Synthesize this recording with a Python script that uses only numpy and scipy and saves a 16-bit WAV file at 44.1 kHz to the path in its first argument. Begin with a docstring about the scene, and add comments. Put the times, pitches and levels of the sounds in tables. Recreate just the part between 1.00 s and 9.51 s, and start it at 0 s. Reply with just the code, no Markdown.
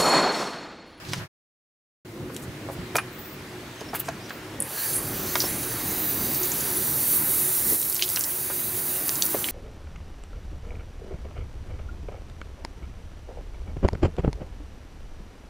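"""A back yard: over far traffic and a droning fan, a hand turns a brass garden tap open.
Handle and hose knock, the loose wheel rings and the valve stem squeaks. Turbulence at the valve seat
excites the resonances of tap and pipe, so the water hisses and spits; a house wall reflects the impacts.
All falls silent briefly near the start. Near the end, background and hiss drop in level
and slugs of water slap the paving."""
import sys
import numpy as np
from scipy import signal
from scipy.fft import rfft, irfft, next_fast_len
from scipy.io import wavfile
from scipy.ndimage import uniform_filter1d, map_coordinates

SR = 44100
rng = np.random.default_rng(int(sys.argv[2]) if len(sys.argv) > 2 else 0)


def bounce(signal):
    """Save signal as a 16-bit WAV file at the path given by the first command-line argument."""
    frames = np.transpose(np.atleast_2d(signal))
    limited = np.clip(frames, -1, 1)
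    pcm = np.round(limited * 32767).astype(np.int16)
    wavfile.write(sys.argv[1], SR, pcm)


N = 375291
TIME = np.arange(N) / SR
TOP_HZ = 15760  # upper band limit


def amp(db):
    """Amplitude ratio of a level in decibels."""
    return 10 ** (np.asarray(db) / 20)


def unit(x):
    """Normalisation to an rms of 1."""
    return x / np.sqrt(np.mean(x ** 2) + 1e-20)


def along(points, hz):
    """Interpolation of (frequency [Hz], value) points on a logarithmic frequency axis."""
    f, values = np.transpose(points)
    return np.interp(np.log(hz + 1), np.log(f + 1), values)


def curves(rows):
    """Linear interpolation in time: one value per sample for each column after the first."""
    times, *columns = np.transpose(rows)
    return [np.interp(TIME, times, column) for column in columns]


def wobble(rate):
    """Smooth random modulation: a spline through `rate` Gaussian knots a second."""
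    knots = rng.standard_normal(int(N * rate / SR) + 4)
    return map_coordinates(knots, [TIME * rate])


def late_drop(db, at_s=6.76, ramp_s=.024):
    """A step in level: a short ramp from 0 to `db`."""
    return db * np.clip((TIME - at_s) / ramp_s + .5, 0, 1)


def filtered(x, response):
    """Linear filtering: the spectrum of x times a frequency response."""
    size = next_fast_len(x.shape[-1] + 8192)
    return irfft(rfft(x, size) * response(np.fft.rfftfreq(size, 1 / SR)), size)[..., :x.shape[-1]]


def mode(f, hz, width):
    """Response of a damped resonator centred on `hz`, with half-power bandwidth `width` [Hz]."""
    return 1j * f * width / (hz * hz - f * f + 1j * f * width)


def rush(response, side_db, patchy_db, width=1, bins=6, frames=14):
    """Mid-side stereo noise whose level fluctuates in random patches of time and frequency."""
    spectra = signal.stft(rng.standard_normal((2, N)), nperseg=512)[2]
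    patches = uniform_filter1d(rng.standard_normal(spectra.shape[1:]), size=bins, axis=0)
    patches = uniform_filter1d(patches, size=frames, axis=1)
    pair = signal.istft(spectra * amp(patchy_db * unit(patches)), nperseg=512)[1][:, :N]
    mid, side = filtered(pair, lambda hz: response(hz) * amp([0 * hz, along(side_db, hz)]))
    return np.array([mid + width * side, mid - width * side]) / np.std(mid)


def swells(events, bandwidth):
    """Amplitude-modulated noise bands that swell and fade; a fast level flicker makes them gritty."""
    out = np.zeros(N + SR)
    for start, length, hz, db in events:
        n = int(length * SR)
        band = filtered(rng.standard_normal(SR // 2), lambda f: mode(f, hz, bandwidth(hz)) ** 2)
        out[round(start * SR):][:n] += amp(db) * np.sqrt(np.hanning(n)) * unit(band)[:n]
    return out[:N] * amp(2.5 * wobble(120))


def impacts(events, bandwidth, t60_s, impulse, rise_s, order=2):
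    """Impact excitation: an impulse and a decaying noise burst drive `order` resonators in series."""
    out, t = np.zeros(N + SR), np.arange(SR // 5) / SR
    for start, db, hz in events:
        burst = rng.standard_normal(len(t)) * amp(-60 * t / t60_s) * (1 - np.exp(-t / rise_s))
        burst[round(rise_s * SR)] += impulse
        hit = filtered(burst, lambda f: mode(f, hz, bandwidth(hz)) ** order * (f < TOP_HZ))
        out[round((start - rise_s) * SR):][:len(t)] += amp(db) * hit / np.abs(hit).max()
    return out[:N]


def yard():
    """Incoherent sources add: broadband noise of far traffic and leaves, narrow noise bands of a fan."""
    # background loudness (time [s], rumble level [dB], air level [dB])
    levels = [(0, -47.5, -47), (.25, -51, -42), (1.05, -43.5, -50.5), (1.55, -39.5, -45.5),
              (1.9, -39.5, -44), (2.1, -43.5, -45), (3.6, -42.5, -42.5), (3.8, -46, -39),
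              (4.05, -37.5, -40), (4.4, -37, -38), (5.3, -38.5, -38.5), (6.73, -39.5, -40),
              (7.8, -37.5, -37), (8.2, -36, -35.5), (8.5, -37, -36)]
    # spectrum of the traffic rumble (frequency [Hz], gain [dB])
    rumble_spectrum = [(15, -53), (30, -15), (60, -8.5), (120, -7), (200, -5.5), (310, -4), (550, -15),
                       (900, -26.5), (1500, -65)]
    # spectrum of air in the leaves (frequency [Hz], gain [dB])
    air_spectrum = [(240, -35.5), (400, -5.5), (700, -5.5), (1850, -7), (4300, -16), (8000, -22.5),
                    (15600, -29.5)]
    # fan tones (frequency [Hz], resonator bandwidth [Hz], level relative to the rumble [dB])
    fan_tones = [(114.4, 38, -9), (142.3, 12, -12), (310.6, 14, -10.5), (366.4, 20, -7)]
    # stereo spread before narrowing (frequency [Hz], side relative to mid [dB])
    spread = [(60, -25), (400, -21.5), (1300, -5.5), (4400, -2), (8000, -5), (15000, -14.5)]
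    # the image narrows once water runs (time [s], side gain [dB])
    narrowing = [(0, 4), (3.6, -2.5), (3.75, -15), (5.5, -23), (8.5, -83.5)]
    rumble_db, air_db = curves(levels)
    rumble_db += late_drop(-6.5)
    air_db += late_drop(-4.5)
    width = amp(curves(narrowing)[0])
    traffic = rush(lambda f: amp(along(rumble_spectrum, f)), spread, patchy_db=1.0, width=width)
    leaves = rush(lambda f: amp(along(air_spectrum, f)), spread, patchy_db=1.23, width=width)
    out = amp(rumble_db + 1.8 * wobble(9)) * traffic + amp(air_db) * leaves
    for hz, bandwidth, db in fan_tones:
        tone = unit(filtered(rng.standard_normal(N), lambda f: mode(f, hz, bandwidth) ** 2))
        out += amp(rumble_db + db + 3.2 * wobble(5)) * tone
    return out


def wall_echo(x, t60_s=.069, delay_samples=150):
    """Diffuse reflection from house wall and paving: convolution with exponentially decaying noise."""
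    t = np.arange(SR // 6) / SR
    tail = rng.standard_normal((2, len(t))) * amp(-60 * t / t60_s)
    delayed = np.pad(x, (delay_samples, 0))[None]
    echo = signal.fftconvolve(delayed, tail / np.linalg.norm(tail[0]), axes=1)[:, :N]
    return echo + .5 * echo[::-1]  # each channel spills into the other


def bumps():
    """Soft bumps: brief swells of noise through a low resonance."""
    # low thuds (time [s], duration [s], level [dB])
    thuds = [(0, 0.36, -38.5), (1.19, .07, -37), (1.468, 0.056, -37), (1.75, .1, -37)]
    return swells([(start, length, 105, db) for start, length, db in thuds], lambda hz: 110)


def scuffs():
    """Sliding friction makes broad bands of gritty noise."""
    # rubbing contacts (time [s], duration [s], centre frequency [Hz], level [dB])
    rubs = [(0.041, 0.18, 4440, -42), (1.29, .17, 10000, -54), (1.41, .05, 8000, -50),
            (1.696, .06, 11000, -49), (1.949, 0.033, 13000, -31), (2.934, 0.055, 13000, -36),
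            (2.941, 0.051, 2500, -43), (2.983, 0.038, 12000, -38), (2.99, .03, 2500, -39),
            (3.038, .06, 6900, -47), (3.276, 0.045, 3000, -49), (4.391, 0.084, 4500, -38),
            (7.018, 0.031, 4030, -32), (7.148, 0.037, 1500, -43), (7.49, 0.042, 1500, -40)]
    return swells(rubs, lambda hz: hz)


def knocks():
    """Impacts on heavily damped bodies give dull knocks with no clear pitch."""
    # handle and hose knocks, and steps (time [s], peak level [dB], centre frequency [Hz])
    blows = [(0.1341, -17, 1370), (0.1998, -34, 950), (1.297, -31, 570), (1.6881, -23.5, 525),
             (1.6992, -24, 547), (1.9507, -21.5, 500), (1.9554, -16, 1330), (1.958, -12, 720),
             (1.9847, -13, 1380), (2.8138, -29, 450), (2.9335, -21.5, 740), (2.9488, -21, 1110),
             (3.0851, -19.5, 754), (3.3062, -22.5, 1350), (3.613, -28, 410), (4.3548, -13.5, 1040),
             (4.44, -18.5, 480), (6.723, -23.5, 398), (7.1715, -23, 1220), (7.5009, -24, 695),
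             (8.3355, -30, 800), (8.3451, -13.5, 503)]
    return impacts(blows, lambda hz: 1.5232 * hz, t60_s=.04, impulse=4.3, rise_s=.001974, order=3)


def hand_ticks():
    """Brief contacts have broad spectra and are heard as bright ticks."""
    # the hand on tap and handle (time [s], peak level [dB], centre frequency [Hz])
    touches = [(0.0514, -31, 2680), (.1343, -14, 3880), (1.3461, -31, 6750), (1.365, -19.5, 4940),
               (1.9556, -15.5, 2800), (1.9672, -10, 6000), (2.809, -26.5, 4160), (2.9431, -28, 3000),
               (2.9561, -15, 13900), (2.9977, -18, 13900), (3.0012, -11.5, 14400), (3.0879, -23.5, 5090),
               (3.2962, -28, 3560), (4.3555, -9, 3730), (4.4198, -16, 4840)]
    return impacts(touches, lambda hz: 1.36 * min(hz, 5000), t60_s=.014, impulse=2.26, rise_s=.00092)


def handle_ring():
    """Free vibration: the loose wheel rings in exponentially decaying modes when the hand lands on it."""
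    # modes of the wheel (frequency [Hz], relative level [dB], time to decay by 60 dB [s])
    wheel_modes = [(2430, 8, 0.053), (9220, -13, 0.13), (9330, -12, 0.13), (9590, -15, .18),
                   (10140, -2, 0.061), (11000, -10, 0.1)]
    # strikes on the wheel (time [s], level [dB])
    strikes = [(1.9555, -28), (1.9675, -51), (1.9855, -30.5)]
    out, t = np.zeros(N + SR), np.arange(SR // 3) / SR
    for start, strike_db in strikes:
        for hz, mode_db, t60 in wheel_modes:
            envelope = amp(strike_db + mode_db + rng.normal(0, .67) - 60 * t / t60)
            out[round(start * SR):][:len(t)] += envelope * np.sin(2 * np.pi * hz * t)
    return out[:N]


def stem_squeaks():
    """Friction at the valve stem: noise through a narrow resonance takes on a thin pitch."""
    # faint squeaks (time [s], duration [s], centre frequency [Hz], level [dB])
    squeaks = [(2.49, .05, 4900, -61), (2.73, .12, 6300, -55), (2.82, .1, 5400, -53),
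               (3.18, 0.11, 5030, -55), (3.21, 0.084, 5800, -55), (3.7, 0.24, 1710, -45.5),
               (3.761, 0.069, 4200, -43), (3.8, .12, 4700, -47), (4.435, 0.038, 5400, -36)]
    return swells(squeaks, lambda hz: 250)


def stem_leaks():
    """Air and spray escape at the stem in short bands of turbulent noise."""
    # escaping puffs (time [s], duration [s], centre frequency [Hz], level [dB])
    puffs = [(2.1, 0.28, 14900, -46.5), (3.267, 0.13, 14800, -53), (3.926, 0.071, 9800, -22.5),
             (4.397, 0.036, 4900, -31.5), (5.75, .05, 10500, -31.5)]
    return swells(puffs, lambda hz: 2300)


def spatter():
    """Small drops land as a Poisson process, each a damped click of a cycle or two at random pitch."""
    # density of the drops (time [s], rate [1/s])
    drop_rate = [(6.75, 0), (7.05, 450), (7.35, 0), (7.95, 0), (8.2, 200), (8.5, 100)]
    onsets = np.flatnonzero(rng.random(N) < curves(drop_rate)[0] / SR)
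    pitch_draw, level_draw = rng.random((2, len(onsets), 1))
    offsets = np.arange(64)
    t = offsets / SR
    hz = 4500 * 3.1 ** pitch_draw
    clicks = amp(-29 - 3 * np.log(level_draw)) * np.sin(2 * np.pi * hz * t) * np.exp(-t * hz / 1.5)
    return np.bincount((onsets[:, None] + offsets).ravel(), clicks.ravel(), N + 64)[:N]


def splats():
    """Sudden deceleration: each slug of water radiates a sharp slap as the paving stops it."""
    # slugs landing (time [s], peak level [dB], centre frequency [Hz])
    slugs = [(6.7999, -13, 12010), (6.8161, -11, 8870), (6.8284, -21, 3900), (6.899, -8, 12360),
             (6.9267, -15, 6070), (6.9464, -11, 13520), (6.9546, -14, 6500), (6.966, -14, 5600),
             (6.9949, -17.5, 2760), (7.0148, -19, 3000), (7.0237, -4.5, 3600), (7.0385, -23, 4000),
             (7.08, -23, 3500), (7.0901, -11, 9500), (7.1015, -10, 13140), (7.1083, -20, 7000),
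             (7.1605, -10, 5500), (7.172, -16, 2650), (7.1939, -7, 14190), (7.2096, -7.5, 7240),
             (7.239, -12, 6130), (7.2437, -14, 6500), (7.6037, -13, 14300), (8.082, -8.5, 12960),
             (8.156, -15, 6000), (8.2229, -2, 5450), (8.2546, -6.5, 13350), (8.264, -9, 9600),
             (8.3913, -15, 9600), (8.4429, -12, 3300), (8.487, -15.5, 2560)]
    return impacts(slugs, lambda hz: .7072 * hz, t60_s=.0093, impulse=3.4, rise_s=.0006)


def valve_spits():
    """The valve spits: short pressure pulses, each focused in one band by a resonance."""
    # spits (time [s], peak level [dB], centre frequency [Hz])
    spits = [(3.6031, -10.5, 9900), (3.623, -10.5, 9100), (4.4036, -9, 5120), (4.9104, -22.5, 7000),
             (5.3468, -22.5, 5500), (5.4327, -16.5, 6540), (5.5184, -14.5, 6700), (5.6077, -20, 7000)]
    return impacts(spits, lambda hz: 2040, t60_s=.018, impulse=2.26, rise_s=.00092)


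def tap_hiss(opens_s=3.6, opening_s=.05):
    """Turbulence at the valve seat excites the brass; three bands swell as the opening changes."""
    # strength of the flow noise (time [s], jet level [dB], valve level [dB])
    flow = [(3.62, -50, -42), (3.78, -28.5, -36.5), (3.9, -26, -29), (4.0, -36.5, -34.5),
            (4.22, -31.5, -40), (4.4, -26, -33), (4.55, -32, -33), (4.75, -30.5, -36), (5.1, -24, -33.5),
            (5.22, -27, -35), (5.4, -23.5, -33), (5.7, -26.5, -32), (6.1, -23, -26.5), (6.5, -23.5, -26.5),
            (6.76, -22, -26.5), (7.8, -24, -28.5), (8.1, -21.5, -26), (8.5, -25, -30)]
    # broad spectrum of the hiss (frequency [Hz], gain [dB])
    hiss_spectrum = [(1800, -36), (3000, -18.5), (5200, -11.5), (8000, -11.5), (8600, -7.5), (12600, 2),
                     (14000, -1.5), (15800, -3)]
    # resonances and notches of tap and pipe (frequency [Hz], bandwidth [Hz], gain [dB])
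    brass = [(3300, 200, -6), (3850, 200, 6), (4540, 400, 4), (5250, 200, -6), (6210, 220, 5),
             (6900, 150, -4), (7250, 250, 3), (8050, 250, -4), (8450, 400, 3), (9040, 250, 4),
             (9930, 350, 5), (10250, 120, -6), (10600, 300, 5), (10900, 150, -6), (11550, 200, 3),
             (11970, 180, 7), (12900, 250, -4), (13460, 200, 3), (14230, 100, 6), (14550, 150, 3)]
    # stereo spread of the hiss (frequency [Hz], side relative to mid [dB])
    spread = [(3000, -36), (8500, -14.5), (10000, -12.5), (15000, -8.5)]
    # the tap sits to the right (frequency [Hz], left minus right [dB])
    balance = [(4400, 0.5), (8500, -1), (10000, -2.5), (15000, -3)]

    def colour(f):
        resonances_db = sum(db * np.abs(mode(f, hz, width)) ** 2 for hz, width, db in brass)
        return amp(along(hiss_spectrum, f) + resonances_db)

    def above(f, edge_hz):
        return 1 / (1 + (edge_hz / (f + 1)) ** 16)

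    jet_db, valve_db = curves(flow)
    pipe_db = np.minimum(jet_db - 9, -38.5)  # the pipe follows the jet until it runs full
    bands = [(jet_db, lambda f: above(f, 13150)),
             (valve_db, lambda f: above(f, 6480) - above(f, 12320)),
             (pipe_db, lambda f: 1 - above(f, 8050))]
    surge_db = .69 * wobble(25) + late_drop(-4)
    hiss = np.zeros((2, N))
    for db, passband in bands:
        turbulence = rush(lambda f: colour(f) * passband(f), spread, patchy_db=2.5, bins=3, frames=40)
        hiss += amp(db + surge_db) * turbulence
    opened = np.clip((TIME - opens_s) / opening_s, 0, 1)
    return filtered(hiss * opened, lambda f: amp(along(balance, f) * np.array([[.5], [-.5]])))


def scene():
    """Superposition of the background, the near sounds with their reflection, and the running water."""
    contacts = bumps() + scuffs() + knocks() + hand_ticks() + handle_ring() + stem_squeaks()
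    near = contacts + stem_leaks() + splats() + valve_spits()
    direct = near * amp([[-.4], [.4]])  # slightly to the right
    return yard() + direct + amp(-9) * wall_echo(near) + spatter() + tap_hiss()


def record(dry):
    """Microphone self-noise adds to the sound; a gate makes one silent gap and a low-pass ends the band."""
    self_noise_db, silent_from_s, silent_until_s = -56.5, .28, 1.048
    mic = dry + amp(self_noise_db) * rng.standard_normal(N)
    fade_out = (silent_from_s - TIME) / .057
    fade_in = (TIME - silent_until_s) / .003
    gate = np.clip(np.maximum(fade_out, fade_in), 0, 1)
    return filtered(mic * gate, lambda hz: 1 / (1 + np.minimum(hz / TOP_HZ, 1.1) ** 700))


dry = scene()
out = record(dry)
bounce(out)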